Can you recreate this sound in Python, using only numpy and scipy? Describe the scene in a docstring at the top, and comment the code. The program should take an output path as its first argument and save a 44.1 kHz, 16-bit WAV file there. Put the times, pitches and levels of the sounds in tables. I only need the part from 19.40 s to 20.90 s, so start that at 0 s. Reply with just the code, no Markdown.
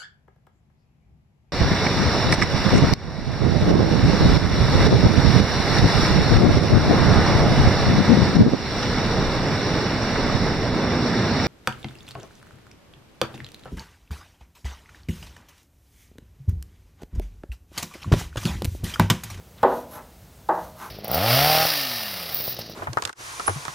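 """Chalk writes two short marks on a wall chalkboard, heard at one microphone in a bare classroom.
Each mark starts with a knock that rings the board; the chalk slides on lightly, then scrapes a firmer
second stroke, its tiny slips hissing at the tip and shaking the board. A sleeve brushes faintly.
The room prolongs the knocks and the far wall returns them, over a low rumble and faint hiss."""
import sys
import numpy as np
from scipy import signal
from scipy.fft import rfft, irfft, next_fast_len
from scipy.io import wavfile

SR = 44100
rng = np.random.default_rng(int(sys.argv[2]) if len(sys.argv) > 2 else 0)


def transcribe(signal):
    """Save signal, clipped to [-1, 1], as a 16-bit WAV file at the path in sys.argv[1]."""
    frames = np.atleast_2d(signal).T
    limited = np.clip(frames, -1, 1)
    pcm = np.round(limited * 32767).astype(np.int16)
    wavfile.write(sys.argv[1], SR, pcm)


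N = 66150

# Chalk landing on the board: start_s, weak_modes_db, knock_db, click_db, click_tilt_db_per_octave
LANDINGS = [(.2303, -17, -10, -29, -2), (1.0884, -22, -21, -40.5, 0)]
# Strong board modes: pitch_hz, t60_s, first_spot_db, second_spot_db
BOARD_MODES = [(179.5, 1, -43, -41.5), (241.9, 0.82, -31.5, -71), (279.9, 0.78, -31, -58),
               (326.5, 0.18, -60, -23.5), (376.7, 0.31, -15.5, -28.5), (393.4, 0.3, -22, -31),
               (480.8, 0.41, -20.5, -33), (543, 0.26, -19, -31.5), (630, 0.71, -47, -32),
               (648, 0.51, -29.5, -33.5), (673, 0.47, -25.5, -30), (802.6, 0.288, -17.5, -21.5),
               (866, 0.31, -25.5, -22), (918, 0.25, -51, -19), (986.4, 0.38, -22.5, -27.5),
               (1126.6, 0.3, -27, -24), (1252, 0.25, -26, -31), (1500, 0.13, -23, -43),
               (1943, 0.18, -37.5, -52)]
# Spectrum of the weaker board and room modes: pitch_hz, first_spot_db, second_spot_db
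WEAK_MODE_SPECTRA = [(89.84, -21, -22), (200, -19.5, -17), (304, -14.5, -11.5), (464, -9, -16),
                     (497, 0.5, -1.5), (710, -2, 1), (970, 2, 1), (1110, -7.5, -0.5), (1400, -8, -7.5),
                     (1610, -12.5, -6), (2010, -18.5, -18), (2090, -28, -26.5), (3630, -33.5, -44),
                     (5070, -47, -43)]
# Click at the chalk tip: pitch_hz, level_db
CLICK_SPECTRUM = [(1500, -6.5), (2600, 3.5), (3700, 6), (5000, -8), (8000, -12), (10500, -9), (12500, -9),
                  (15500, -9)]
def chalk_taps():
    """At the wall, the tip clicks, the board gives a dull knock, and board and room ring on."""
    out, t = np.zeros(N), np.arange(int(0.6 * SR)) / SR
    modes, spectra = np.array(BOARD_MODES), np.array(WEAK_MODE_SPECTRA)
    build_s = 0.0026  # the ring needs time to spread over the board
    for spot, (start_s, weak_db, knock_db, click_db, tilt_db) in enumerate(LANDINGS):
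        spectrum = spectra[:, [0, spot + 1]]
        ring = ringing(modes[:, 0], amp(modes[:, spot + 2]), modes[:, 1], t)
        ring += amp(weak_db) * weak_modes(spectrum, t)
        ring *= 1 - np.exp(-t / build_s)
        knock = amp(knock_db) * board_knock(spectrum, t)
        tilted = [(hz, db + tilt_db * np.log2(hz)) for hz, db in CLICK_SPECTRUM]
        click = coloured(rng.standard_normal(N), tilted)[:len(t)] * fade(t, t60_s=0.036)
        out += placed(ring + knock + amp(click_db) * click, start_s)
    return out


def board_knock(spectrum, t, top_hz=1180, attack_s=0.00054):
    """The struck board answers at once with a short, dull burst."""
    dull = filtered(rng.standard_normal(N), lambda hz: 1 / np.sqrt(1 + (hz / top_hz) ** 8))
    envelope = fade(t, t60_s=0.12) * (1 - np.exp(-(t / attack_s) ** 2))
    return unit(coloured(dull, spectrum)[:len(t)] * envelope) * np.sqrt(np.mean(envelope ** 2))


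# Decay of the weaker modes: pitch_hz, t60_s
WEAK_MODE_DECAY = [(150, 1), (400, 0.59), (1000, 0.38), (1800, 0.33), (4000, 0.58)]
def weak_modes(spectrum, t, count=290, spacing_hz=9):
    """Closely spaced board and room modes, sparser in the treble, together starting at rms 1."""
    rank = np.arange(count) + rng.random(count)
    hz = spectrum[0][0] + spacing_hz * rank * (1 + (rank / count) ** 4)
    gain = amp(along(spectrum, hz)) * np.sqrt(np.gradient(hz))
    return ringing(hz, gain * np.sqrt(2) / np.linalg.norm(gain), along(WEAK_MODE_DECAY, hz), t)


def ringing(hz, gain, t60_s, t):
    """Damped sines whose phases drift: the ring blurs as it travels round the room."""
    hz, gain, t60_s, t = (np.asarray(v, np.float32) for v in (hz, gain, t60_s, t))
    steps = rng.standard_normal((len(hz), len(t) // 256 + 1)).astype(np.float32) / 16
    drift = 0.015 * np.cumsum(np.repeat(steps, 256, axis=1)[:, :len(t)], axis=1)
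    phase = (2 * np.pi * rng.random((len(hz), 1))).astype(np.float32) + drift
    loss = np.float32(np.log(1000)) / t60_s[:, None]
    return gain @ (np.sin(2 * np.pi * hz[:, None] * t + phase) * np.exp(-loss * t))


# Strokes across the board: peak_s, rise_s, fall_s, grit_db, stick_db, stick_hz,
# rub_db, rub_lag_s, body_db, note_db, note_hz
CHALK_STROKES = [(.362, 0.1, 0.07, -49.5, -56, 11820, -59, .01, -52, -68, 1100),
                 (0.55, 0.046, 0.032, -48.5, -48.5, 11430, -43.5, 0.033, -41, -52, 1070),
                 (1.228, 0.12, 0.096, -51, -63.5, 11800, -62, 0.0076, -68, -79, 1090),
                 (1.426, 0.049, 0.059, -45, -55, 11250, -42, 0.0075, -46.5, -46.5, 1143)]
# Grit at the tip: pitch_hz, level_db
GRIT_SPECTRUM = [(1500, 5), (2300, -4.5), (4300, 0.5), (5100, -4.5), (6100, 2), (7600, -7), (10000, -3.5),
                 (12500, -5), (14200, 1.5), (15600, -7.5)]
# Rub on the board's face: pitch_hz, level_db
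RUB_SPECTRUM = [(300, -28), (700, -18), (950, 6.5), (1220, -1), (1560, -0.5), (1800, -9), (2600, -13.5),
                (4000, -40)]
# The board's low modes under a stroke: pitch_hz, level_db
BODY_SPECTRUM = [(150, -28), (240, -3), (380, 2.5), (650, 1), (850, 2), (1200, -26)]
def chalk_strokes():
    """Slips hiss at the tip, ring the chalk stick and shake the board, following the hand's speed."""
    tip, board, body = np.zeros((3, N))
    for (peak_s, rise_s, fall_s, grit_db, stick_db, stick_hz,
         rub_db, rub_lag_s, body_db, note_db, note_hz) in CHALK_STROKES:
        slips, speed = chalk_slips(), swell(peak_s, rise_s, fall_s)
        tip += amp(grit_db) * speed * coloured(slips, GRIT_SPECTRUM)
        tip += amp(stick_db) * speed * resonant(chalk_slips(), stick_hz, width_hz=1240)
        rub = swell(peak_s + rub_lag_s, rise_s, fall_s) ** 1.46  # grows as a power of the speed
        board += amp(rub_db) * rub * coloured(slips, RUB_SPECTRUM)
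        board += amp(note_db) * speed * resonant(chalk_slips(), note_hz, width_hz=160)
        body += amp(body_db) * speed * coloured(slips, BODY_SPECTRUM)
    tip += amp(-9) * classroom(tip, t60_s=0.22)
    board += amp(-1.5) * classroom(board, t60_s=0.34)
    return tip + board + classroom(body, t60_s=0.54)  # the body arrives only by way of the room


def chalk_slips(per_s=5000, spread_db=2):
    """Chalk crumbling: dense tiny slips of uneven size."""
    slips = (rng.random(N) < per_s / SR) * np.sign(rng.standard_normal(N))
    return slips * amp(spread_db * rng.standard_normal(N))


# Cloth near the board: peak_s, half_length_s, level_db, pitch_hz, width_hz
SLEEVE_BRUSHES = [(0.185, 0.012, -55.5, 3500, 1830), (.212, 0.04, -52.5, 1060, 2080),
                  (.96, 0.027, -63, 8300, 2500)]
def sleeve():
    """Soft brushes as the hand moves to the next mark."""
    return sum(amp(db) * swell(peak_s, half_s, half_s) * resonant(rng.standard_normal(N), hz, width_hz)
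               for peak_s, half_s, db, hz, width_hz in SLEEVE_BRUSHES)


def classroom(x, t60_s):
    """The bare room's diffuse answer at the microphone."""
    t = np.arange(SR // 2) / SR
    tail = rng.standard_normal(len(t)) * fade(t, t60_s)
    return signal.fftconvolve(x, tail / np.linalg.norm(tail))[:N]


def far_wall(x, delay_s=0.0767, spread_s=0.021, relative_db=-13.5):
    """A late, dull, scattered echo from across the room."""
    scatter = coloured(rng.standard_normal(N), [(2000, -1), (4000, -14)])
    scatter *= swell(delay_s, spread_s / 2, spread_s)
    return amp(relative_db) * np.std(x) * unit(signal.fftconvolve(x, scatter)[:N])


# The classroom's background: pitch_hz, density_db
ROOM_TONE_SPECTRUM = [(22, -28), (40, -6.5), (60, 4), (80, -2), (160, -5), (300, -15.5), (650, -16),
                      (1100, -23), (2200, -26.5), (6000, -29), (11000, -31.5), (14000, -28), (16000, -32.5)]
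def room_tone():
    """Steady low rumble and faint hiss around the microphone."""
    return amp(-48.5) * coloured(rng.standard_normal(N), ROOM_TONE_SPECTRUM)


def amp(db):
    """Decibels to gain."""
    return 10 ** (np.asarray(db) / 20)


def unit(x):
    """Scale to rms 1."""
    return x / np.sqrt(np.mean(x ** 2) + 1e-20)


def along(points, hz):
    """(Hz, value) points read on a log axis."""
    points_hz, values = np.transpose(points)
    return np.interp(np.log(hz + 1), np.log(points_hz + 1), values)


def filtered(x, response):
    """x through a frequency response."""
    size = next_fast_len(N + SR // 2)
    return irfft(rfft(x, size) * response(np.fft.rfftfreq(size, 1 / SR)), size)[..., :N]


def coloured(x, spectrum):
    """x through a spectrum, at rms 1."""
    return unit(filtered(x, lambda hz: amp(along(spectrum, hz))))


def resonant(x, centre_hz, width_hz):
    """x through one steep resonance, at rms 1."""
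    def response(hz):
        damping = 1j * hz * width_hz
        return (damping / (centre_hz ** 2 - hz ** 2 + damping)) ** 2
    return unit(filtered(x, response))


def fade(t, t60_s):
    """Free decay."""
    return amp(-60 * t / t60_s)


def swell(peak_s, rise_s, fall_s):
    """A smooth rise and fall, like the speed of a short movement."""
    t = np.arange(N) / SR - peak_s
    return np.exp(-(t / np.where(t < 0, rise_s, fall_s)) ** 2)


def placed(x, start_s):
    """x starting at start_s."""
    return np.pad(x, (int(round(start_s * SR)), N))[:N]


def scene():
    """Board and room at one microphone, alike in both channels."""
    taps = chalk_taps()
    mono = taps + far_wall(taps) + chalk_strokes() + sleeve() + room_tone()
    return np.array([mono, mono])


def record(dry):
    """The recorder drops the deepest bass and keeps nothing above its band limit."""
    low_cut_hz, top_hz = 36, 15850
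    return filtered(dry, lambda hz: hz ** 4 / (hz ** 4 + low_cut_hz ** 4) * (hz < top_hz))


dry = scene()
out = record(dry)
transcribe(out)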